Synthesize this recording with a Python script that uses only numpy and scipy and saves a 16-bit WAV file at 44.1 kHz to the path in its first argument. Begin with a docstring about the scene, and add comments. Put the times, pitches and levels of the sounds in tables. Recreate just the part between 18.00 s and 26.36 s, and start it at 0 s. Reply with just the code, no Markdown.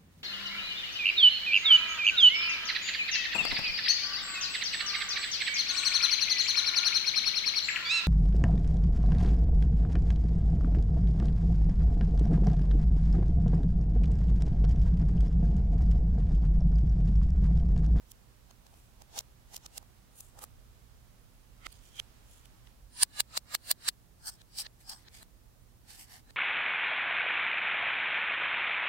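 """Make-up table in reverse

Close on a pair of microphones in a small quiet room, with time running backwards. A plastic lipstick
tube clicks and slides in the fingers, containers are set down, then a steel pick raps a powder compact
and scrapes through the powder in its pan. Every click swells out of its own ring and echo, then stops
dead. Underneath sit low room rumble, mains hum and the faint rustle of an arm."""
import sys
import numpy as np
from scipy import signal
from scipy.fft import rfft, irfft
from scipy.io import wavfile

SR = 44100
rng = np.random.default_rng(int(sys.argv[2]) if len(sys.argv) > 2 else 0)


def transcribe(u):
    """Save the signal u as a 16-bit wav file named by the first command-line argument.

    u: samples, shape (n,) or (channels, n), limited to [-1, 1]; the rate is SR.
    q: integer samples, one column per channel.
    """
    v = np.clip(np.atleast_2d(u).T, -1, 1)
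    q = np.round(v * 32767).astype(np.int16)
    wavfile.write(sys.argv[1], SR, q)


N = 368676

# Cue levels set the balance within a layer, ahead of its echo and fader. Positive pan_db leans left.
# spectrum of the room tone: freq_hz, gain_db
AIR_COLOUR = [(12, -29), (25, -5.5), (33, -6), (42, 0.5), (58, -4), (72, -7), (90, -8), (126, -9),
              (158, -15), (247, -16.5), (400, -22), (866, -26.5), (2200, -33), (15800, -34.5)]
# how alike the room tone is in both channels: freq_hz, correlation
AIR_CORRELATION = [(60, 0.3235), (180, 0.51), (550, 0.17), (1650, 0.056), (4970, 0.05), (15000, 0.01)]
# which way the room tone leans: freq_hz, pan_db
AIR_PAN = [(60, -5.5), (240, -3.5), (950, -6), (3770, -0.5), (15000, -4)]
# slow rise and fall of the rumble: time_s, boost_db
RUMBLE_SWELL = [(0, 2), (2.1, 3), (2.6, 6), (3.15, 4), (3.6, 3), (4.7, 4.5), (5.4, 1.5), (8.3, 2.5)]
# partials of the mains hum: pitch_hz, level_db
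HUM_PARTIALS = [(59.8, -74.5), (119.8, -72.5), (180, -80.5), (241, -82)]
# rustle of an arm reaching across the table: time_s, level_db
ARM_ENVELOPE = [(2.9, -69.5), (3.3, -70), (3.7, -69.5), (4.1, -65.5), (4.4, -66), (4.7, -67.5), (4.95, -77)]
# tone of that rustle: freq_hz, gain_db
ARM_COLOUR = [(150, -3), (500, 0.5), (1200, 0), (2200, -4), (3500, -5), (6000, -7.5), (15000, -16.5)]

# single clicks of the lipstick tube and its cap: stop_s, level_db, bass_db, treble_db, pan_db
LIPSTICK_CLICKS = [(0.12, -50, -26.5, 7, -4), (0.513, -59, -0.5, -5, -1), (0.67, -60.5, 4, -4, -3),
                   (0.744, -62.5, 8, -6, -5), (1.0232, -54.5, 4.5, -2.5, -4), (1.6652, -47, -3, -5, -3.5),
                   (1.7822, -39.5, -11, 1, -2.5), (1.8317, -60.5, 10, -3, -4), (2.2086, -47, -9.5, 5.5, 3),
                   (2.3931, -51.5, 7.5, 2.5, -2.5)]
# the tube's sleeve catches: stop_s, level_db, bass_db, treble_db, pan_db, gap_before_s, gap_after_s
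SLEEVE_CATCHES = [(1.1922, -34, -26, -4.5, 1.5, 0.0094, 0.018), (1.568, -41.5, -25, -1, -1.5, 0.021, 0.013),
                  (2.4427, -43, 9, 8, -4.5, 0.0082, .0084)]
# body of the thin plastic tube: freq_hz, gain_db
LIPSTICK_BODY = [(120, -13), (320, -8), (520, -6), (800, 3), (1200, -8.5), (2000, -12), (3000, -9),
                 (4300, -7), (6500, -4), (9000, -8), (12000, -9), (15000, -11)]
# fingers slide on plastic: peak_s, swell_s, release_s, level_db, bass_db, treble_db, pan_db
FINGER_RUBS = [(0.78, 0.15, 0.18, -66.5, 7, 5, -1), (2.185, 0.056, 0.08, -55, -8, 9.5, -3),
               (2.25, .05, 0.093, -62.5, 1, 9, 1), (3.74, 0.15, .12, -63.5, -3, -9, -6),
               (3.86, .06, .12, -61.5, -6, -3, -5), (3.975, 0.057, 0.029, -56, -11, -6, -4),
               (4.33, 0.11, 0.16, -62.5, -7, 3, -2)]
# tone of that sliding: freq_hz, gain_db
FINGER_COLOUR = [(120, -15), (500, 0), (900, -3), (2000, -2), (3200, 6.5), (4500, 0), (7000, 7),
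                 (10000, 3.5), (15000, -4.5)]

# containers set down: stop_s, level_db, bass_db, treble_db, pan_db, t60_s, low_hz, high_hz, ring_db
TABLE_KNOCKS = [(3.669, -39.5, 2, -5, -7.5, 0.047, 1294, 2090, 1.5),
                (3.729, -53.5, 3, 18, -10, 0.04, 4370, 10100, -1),
                (4.001, -34.5, -0.5, -3, -7.5, 0.021, 3160, 3270, 3),
                (4.459, -58, -1, 5, -4, 0.031, 3460, 5800, -8),
                (4.675, -61, 1, -5, 1, 0.023, 1980, 3460, -5)]
# body of a knock on the table: freq_hz, gain_db
KNOCK_BODY = [(120, -20), (450, -7), (800, -8.5), (1250, -8.5), (1800, -9.5), (3000, 4), (4200, -2),
              (5200, -7), (7000, -6.5), (10000, -8.5), (15000, -15)]

# the pick knocks powder off the compact: stop_s, level_db, bass_db, treble_db, pan_db, t60_s,
# ring_db, cutoff_hz, low_mode_hz, high_mode_hz, high_mode_db, skid_db
PICK_TAPS = [(5.036, -17, -5, 3, -2.5, 0.054, -1.5, 11400, 958, 9470, 12, -33),
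             (5.2079, -23.5, 4.5, 6, -2.5, 0.027, -5, 12800, 1717, 4080, 2, -37.5),
             (5.3787, -27.5, 6, 0.5, -1, 0.037, -6.5, 12800, 1260, 7260, -1, -36.5),
             (5.5535, -27, 6.5, 0, -2.5, 0.025, -4, 15100, 1260, 12500, 3.5, -36),
             (5.717, -21.5, -1, 5, -2.5, 0.027, -9.5, 16000, 693, 12550, 10, -30.5),
             (5.891, -23.5, 0, 0.5, -2, 0.035, -5.5, 12920, 1634, 4060, 6, -34)]
# body of the tapped compact: freq_hz, gain_db
TAP_BODY = [(120, -36), (350, -22.5), (600, -16), (1100, -11.5), (1800, -8), (2500, -8), (3300, -5.5),
            (4300, 1.5), (5200, -2), (6700, -10), (8200, -3), (10500, -9.5), (12000, -12), (15000, -7)]
# steel pick and compact ringing together: pitch_hz, level_db, t60_s
TAP_MODES = [(942, -10, 0.031), (1209, -16.5, 0.039), (1684, -8, 0.051), (2834, -6.5, 0.046),
             (4000, -1.5, .04), (4615, 0.5, 0.028), (6400, -8, .04), (7350, 1, 0.044), (7560, -11.5, 0.029),
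             (8470, -6, 0.048), (9030, -6, .04), (9650, -0.5, 0.035), (10270, -11, 0.02), (10780, -8, .035),
             (12200, 2.5, 0.0276), (14100, -10.5, .03)]

# the tip digs into the powder: peak_s, swell_s, release_s, level_db, bass_db, treble_db, pan_db
POWDER_DIGS = [(6.29, 0.043, 0.021, -35, 3, 3.5, 0), (6.603, 0.038, .036, -32, -4.5, 1, 0.5),
               (6.92, .05, .045, -43.5, 2.5, -3, -0.5)]
# the crust gives way as the tip goes in: peak_s, level_db, treble_db, pan_db
CRUST_BITES = [(6.587, -32, 0.5, -12), (6.899, -35.5, 0, 1)]
# tone of crunching powder: freq_hz, gain_db
POWDER_COLOUR = [(120, -24.5), (450, -27), (750, -12), (1600, -9), (2400, -18.5), (3800, -11.5),
                 (5000, -0.5), (6700, -7.5), (8300, 0), (10000, -8), (15000, -8.5)]
# the flat of the pick sweeps the pan: peak_s, swell_s, release_s, level_db, bass_db, treble_db, pan_db
CRUMB_SWEEPS = [(6.808, .018, 0.048, -62.5, 0, 3, -1), (7.0, .03, 0.063, -64.5, 0, -2, 0),
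                (7.15, 0.033, .115, -55, -4, -1.5, -2), (7.902, 0.031, 0.12, -52.5, -2.5, 0.5, -2.5),
                (8.01, .06, 0.06, -51, -2.5, 4, -1), (8.148, 0.094, 0.072, -53, 2.5, 1.5, -1)]
# tone of swept crumbs: freq_hz, gain_db
CRUMB_COLOUR = [(120, -27.5), (450, -29), (750, 0), (1300, -5.5), (2000, 2), (2700, -5), (4000, -3.5),
                (5000, -3), (6400, 1.5), (8500, 0), (11500, -3), (13700, 0), (15200, -11)]
# resonances of the pan under the sliding tip: centre_hz, width_hz, strength_db
SCRAPE_RESONANCES = [(783, 300, 5.5), (1710, 290, 1), (3020, 620, 7.5), (4600, 1060, 7), (5490, 190, 4),
                     (8180, 840, -1.5), (9900, 270, 6), (13300, 500, -7)]

# the pick touches the pan: stop_s, level_db, bass_db, treble_db, pan_db, t60_s
PAN_TICKS = [(6.42, -55, -3, 0, 1, 0.025), (6.6699, -42.5, -4, -28, -0.5, 0.04),
             (7.087, -52, -1.5, -28, 1, 0.022), (7.232, -50, 7.5, 12, 0, 0.025),
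             (8.31, -54, 6.5, 2, 0, 0.024)]
# body of the touched pan: freq_hz, gain_db
TICK_BODY = [(120, -7), (600, -3), (1100, -9), (1700, 2), (2500, -6.5), (4100, 3), (5500, -6), (8000, -5.5),
             (11000, -12.5), (15000, -16)]
# the pan's notes under a light touch: pitch_hz, level_db, t60_s
TICK_MODES = [(1730, 0, 0.026), (4120, 3.5, .04)]

# decay of the room's echo: freq_hz, t60_s
ECHO_DECAY = [(300, .22), (1500, .185), (4500, .18), (9000, .17), (15000, .145)]
# tone of the room's echo: freq_hz, gain_db
ECHO_COLOUR = [(300, 2), (1500, 3.5), (4500, -1), (9000, -2), (15000, -4.5)]

TUBE_T60_S, SLEEVE_PAN_DB = 0.021, -2.5


def amp(db):
    """Decibels to gain."""
    return 10 ** (np.asarray(db) / 20)


def unit_rms(x):
    """Scales to an rms of 1."""
    return x / np.sqrt(np.mean(x ** 2) + 1e-30)


def unit_energy(x):
    """Scales each channel to an energy of 1."""
    return x / np.sqrt(np.sum(x ** 2, axis=-1, keepdims=True) + 1e-30)


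def decay(t, t60):
    """A fade that falls 60 dB in t60 seconds."""
    return np.exp(-np.log(1000) * t / t60)


def curve_at(points, hz):
    """Reads a curve on a log-frequency axis."""
    point_hz, value = np.transpose(points)
    return np.interp(np.log(hz + 1), np.log(point_hz + 1), value)


def panned(x, pan_db):
    """Shares the power between left and right."""
    return x * unit_rms(amp([[pan_db / 2], [-pan_db / 2]]))


def place(mix, start_s, sound):
    """Lays a sound into the mix, trimming any overhang."""
    start = round(start_s * SR)
    sound = sound[:, max(-start, 0):]
    slot = mix[:, max(start, 0):][:, :sound.shape[1]]
    slot += sound[:, :slot.shape[1]]


def coloured(x, body, bass_db, treble_db, size=2048):
    """Plays x through an object's minimum-phase response, tilted by how it is touched."""
    hz = np.fft.rfftfreq(size, 1 / SR)
    tilt = [(1300, bass_db), (3000, 0), (5800, 0), (9500, treble_db)]
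    gain_db = curve_at(body, hz) + curve_at(tilt, hz)
    log_gain = np.log(amp(np.r_[gain_db, gain_db[-2:0:-1]]))
    response = np.fft.ifft(np.exp(np.conj(signal.hilbert(log_gain)))).real
    return signal.fftconvolve(x, response[None], axes=1)[:, :x.shape[1]]


def ringing(modes, t):
    """Damped modes, excited and detuned a little differently by each blow and change of grip."""
    hz, level_db, t60 = np.transpose(modes)[:, :, None]
    phase, strength = rng.random((2, 2, len(modes), 1))
    hz = hz * (1 + 0.005 * rng.standard_normal(hz.shape))
    partials = amp(level_db + 4.2 * strength) * decay(t, t60) * np.sin(2 * np.pi * (hz * t + phase))
    return unit_energy(partials.sum(1))


def reverse_click(mix, cue, body, lag_s, rise_s, crack, modes, ring_db, cutoff_hz=None):
    """One blow laid in backwards: clear modes and the dense ring of plastic swell up to a crack."""
    stop_s, level_db, bass_db, treble_db, pan_db, t60 = cue
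    t = np.arange(SR // 6) / SR
    age = np.maximum(t - np.array([[0], [lag_s]]), 0)  # the right microphone is farther away
    attack = 1 - np.exp(-(age / rise_s) ** 2)
    shell = unit_energy(rng.standard_normal(age.shape) * attack * decay(age, t60))
    shell[[0, 1], np.argmax(age > rise_s, axis=1)] += crack  # a one-sample spike in each channel
    hit = unit_energy(coloured(shell, body, bass_db, treble_db))
    hit += amp(ring_db) * unit_energy(attack * ringing(modes, t))
    if cutoff_hz is not None:  # a softer contact cannot excite the highest modes
        hit = signal.lfilter(*signal.butter(2, cutoff_hz, fs=SR), hit)
    gain = amp(level_db) * np.sqrt(SR / 100)  # level as if the energy were spread over 10 ms
    hit = gain * panned(unit_energy(hit), pan_db)
    place(mix, stop_s - len(t) / SR, hit[:, ::-1])


def friction(strokes, colour, grains_per_s, spread_db, hiss, roundness, lift, patchy_db, resonances=()):
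    """Strokes of tiny slips and breaking grains; roundness 1 gives a pointed swell, 2 a bell."""
    range_db, lift_fade_s, grain_s = 20, 0.004, 0.0016
    out = np.zeros((2, N))
    for peak_s, swell_s, release_s, level_db, bass_db, treble_db, pan_db in strokes:
        t = np.arange(-2 * swell_s, 2 * release_s, 1 / SR)
        pressure = amp(-range_db * np.maximum(-t / swell_s, t / release_s) ** roundness)
        pressure *= (1 + np.tanh((lift * release_s - t) / lift_fade_s)) / 2  # the contact breaks
        slips = rng.random(len(t)) < grains_per_s / SR
        slip_sizes = amp(spread_db * np.minimum(rng.exponential(1, len(t)), 4))
        grains = unit_rms(signal.lfilter([1], [1, -np.exp(-1 / (grain_s * SR))], slips * slip_sizes))
        grit = rng.standard_normal((2, len(t))) * (hiss + grains)
        hz = np.fft.rfftfreq(len(t), 1 / SR)
        patch_hz = np.linspace(0, SR / 2, 80)  # each stroke gets its own uneven tone
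        patches = amp(patchy_db * np.interp(hz, patch_hz, rng.standard_normal(len(patch_hz))))
        peaks = 1 + sum(amp(strength_db) / (1 + (2 * (hz - centre_hz) / width_hz) ** 2)
                        for centre_hz, width_hz, strength_db in resonances)
        grit = irfft(rfft(grit) * patches * peaks, len(t))
        reversed_grit = coloured(grit, colour, bass_db, treble_db)[:, ::-1]
        place(out, peak_s + t[0], amp(level_db) * pressure * panned(unit_rms(reversed_grit), pan_db))
    return out


def with_reverse_echo(x, wet_db, size=16384):
    """Adds the small room's echo, which runs ahead of each sound."""
    t = np.arange(size) / SR
    scatter = rng.standard_normal((2, size)) * (1 - np.exp(-(t / 0.003) ** 2))
    hz, age, bands = signal.stft(scatter, SR, nperseg=256)
    bands *= amp(curve_at(ECHO_COLOUR, hz))[:, None]
    bands *= decay(age, curve_at(ECHO_DECAY, hz)[:, None])
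    tail = unit_energy(signal.istft(bands, SR, nperseg=256)[1])
    echo = signal.fftconvolve(x[:, ::-1], tail, axes=1)[:, :N]
    return x + amp(wet_db) * echo[:, ::-1]


def room_tone():
    """A bed of faint, wide hiss over low rumble that slowly swells and sinks."""
    hz, t = np.fft.rfftfreq(N, 1 / SR), np.arange(N) / SR
    left, unrelated = rfft(rng.standard_normal((2, N)))
    correlation, pan_db = curve_at(AIR_CORRELATION, hz), curve_at(AIR_PAN, hz)
    right = correlation * left + np.sqrt(1 - correlation ** 2) * unrelated
    pair = np.array([left * amp(pan_db / 2), right * amp(-pan_db / 2)])
    air = amp(-60.5) * unit_rms(irfft(pair * amp(curve_at(AIR_COLOUR, hz)), N))
    rumble = irfft(rfft(air) / (1 + (hz / 110) ** 4), N)  # the lows, under 110 Hz
    swell = amp(np.interp(t, *np.transpose(RUMBLE_SWELL)))
    return air + rumble * (swell - 1)


def mains_hum():
    """Four steady low partials from the mains, leaning right."""
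    t = np.arange(N) / SR
    hum = sum(amp(level_db) * np.sqrt(2) * np.sin(2 * np.pi * (pitch_hz * t + rng.random()))
              for pitch_hz, level_db in HUM_PARTIALS)
    return panned(hum, pan_db=-8)


def arm_rustle():
    """A faint rustle that lifts as an arm reaches across the table, then falls back."""
    level_db = np.interp(np.arange(N) / SR, *np.transpose(ARM_ENVELOPE))
    rustle = unit_rms(coloured(rng.standard_normal((2, N)), ARM_COLOUR, bass_db=0, treble_db=0))
    return panned(rustle * amp(level_db), pan_db=-6)


def lipstick_tube():
    """Dry snaps of thin plastic; the duller ones also sound the air in the tube."""
    air_modes = [(721, 0.38, 0.075), (920, -2.4, 0.034)]  # pitch_hz, level_db, t60_s
    singles = [(*cue, TUBE_T60_S) for cue in LIPSTICK_CLICKS]
    catches = [cue for catch in SLEEVE_CATCHES for cue in sleeve_catch(*catch)]
    out = np.zeros((2, N))
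    for cue in singles + catches:
        bass_db = cue[2]
        reverse_click(out, cue, LIPSTICK_BODY, lag_s=0.0016, rise_s=0.00056, crack=0.75,
                      modes=air_modes, ring_db=bass_db - 26.5)
    return amp(2.05) * with_reverse_echo(out, wet_db=-9)


def plastic_rubs():
    """Soft sliding of fingers on plastic, and of the sleeve just before each catch."""
    lead_s, swell_s, release_s, level_db, bass_db = 0.023, 0.031, 0.036, -54, 2
    slides = [(catch_s - lead_s, swell_s, release_s, level_db, bass_db, 0, SLEEVE_PAN_DB)
              for catch_s, *_ in SLEEVE_CATCHES]
    rubs = friction(FINGER_RUBS + slides, FINGER_COLOUR, grains_per_s=600, spread_db=-8, hiss=1.1,
                    roundness=1.5, lift=1.5, patchy_db=3.5)
    return with_reverse_echo(rubs, wet_db=-14.5)


def sleeve_catch(stop_s, level_db, bass_db, treble_db, pan_db, gap_before_s, gap_after_s):
    """Cues for one catch of the sleeve: a snap between two lighter knocks."""
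    knock_bass_db, knock_t60_s = -1.5, 0.047
    knock = (knock_bass_db, treble_db, SLEEVE_PAN_DB, knock_t60_s)
    return [(stop_s - gap_before_s, level_db - 7, *knock),
            (stop_s, level_db, bass_db, treble_db, pan_db, TUBE_T60_S),
            (stop_s + gap_after_s, level_db - 14.5, *knock)]


def table_knocks():
    """Containers meet the table, each with two hollow notes of its own."""
    out = np.zeros((2, N))
    for *cue, low_hz, high_hz, ring_db in TABLE_KNOCKS:
        notes = [(low_hz, -4, 0.022), (high_hz, 0, 0.018)]  # pitch_hz, level_db, t60_s
        reverse_click(out, cue, KNOCK_BODY, lag_s=0.00024, rise_s=0.0006, crack=0.28,
                      modes=notes, ring_db=ring_db)
    return amp(1.1) * with_reverse_echo(out, wet_db=-13.5)


def compact_taps():
    """The steel pick raps the compact and skids on the rim; each spot favours a low and a high mode."""
    delay_s, swell_s, release_s, bass_db, pan_db = 0.0024, 0.006, 0.009, -3, 5
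    skids = [(tap_s + delay_s, swell_s, release_s, skid_db, bass_db, 0, pan_db)
             for tap_s, *_, skid_db in PICK_TAPS]
    out = friction(skids, TAP_BODY, grains_per_s=2500, spread_db=6.5, hiss=0.94,
                   roundness=0.87, lift=1.8, patchy_db=3)
    for *cue, ring_db, cutoff_hz, low_hz, high_hz, high_db, _ in PICK_TAPS:
        modes = TAP_MODES + [(low_hz, -2.5, 0.035), (high_hz, high_db, 0.04)]
        reverse_click(out, cue, TAP_BODY, lag_s=0.00043, rise_s=0.0011, crack=0.11,
                      modes=modes, ring_db=ring_db, cutoff_hz=cutoff_hz)
    return amp(0.67) * with_reverse_echo(out, wet_db=-12.5)


def powder_scrapes():
    """The pick crunches through pressed powder, drags on, and sweeps crumbs along the ringing pan."""
    swell_s, release_s, bass_db = 0.01, 0.012, -16  # short, thin bites through the crust
    bites = [(peak_s, swell_s, release_s, level_db, bass_db, treble_db, pan_db)
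             for peak_s, level_db, treble_db, pan_db in CRUST_BITES]
    delay_s, swell_s, release_s, level_db, bass_db = 0.037, 0.095, 0.054, -55, 4  # long, light drags
    drags = [(dig_s + delay_s, swell_s, release_s, level_db, bass_db, 0, 0) for dig_s, *_ in POWDER_DIGS]
    digs = friction(bites + POWDER_DIGS + drags, POWDER_COLOUR, grains_per_s=900, spread_db=2, hiss=1,
                    roundness=1.8, lift=0.72, patchy_db=3.5, resonances=SCRAPE_RESONANCES)
    sweeps = friction(CRUMB_SWEEPS, CRUMB_COLOUR, grains_per_s=1200, spread_db=0, hiss=0.97,
                      roundness=1.54, lift=0.85, patchy_db=3, resonances=SCRAPE_RESONANCES)
    return with_reverse_echo(amp(-2) * digs + amp(1.5) * sweeps, wet_db=-11.5)


def pan_ticks():
    """Light, dull touches of the tip on the powder pan."""
    out = np.zeros((2, N))
    for cue in PAN_TICKS:
        reverse_click(out, cue, TICK_BODY, lag_s=0.00051, rise_s=0.00098, crack=0.34,
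                      modes=TICK_MODES, ring_db=-6.5)
    return amp(-1.5) * with_reverse_echo(out, wet_db=-5.5)


def scene():
    """The lipstick, the containers and the compact over the room's quiet bed."""
    bed = room_tone() + mains_hum() + arm_rustle()
    lipstick = lipstick_tube() + plastic_rubs()
    return bed + lipstick + table_knocks() + compact_taps() + powder_scrapes() + pan_ticks()


def record(dry):
    """The recorder's band limit: a steep low-pass shaves off the very top."""
    cutoff_hz = 15900
    low_pass = signal.firwin(511, cutoff_hz, window=("kaiser", 9), fs=SR)
    return signal.oaconvolve(dry, low_pass[None], "same", axes=1)


dry = scene()
out = record(dry)
transcribe(out)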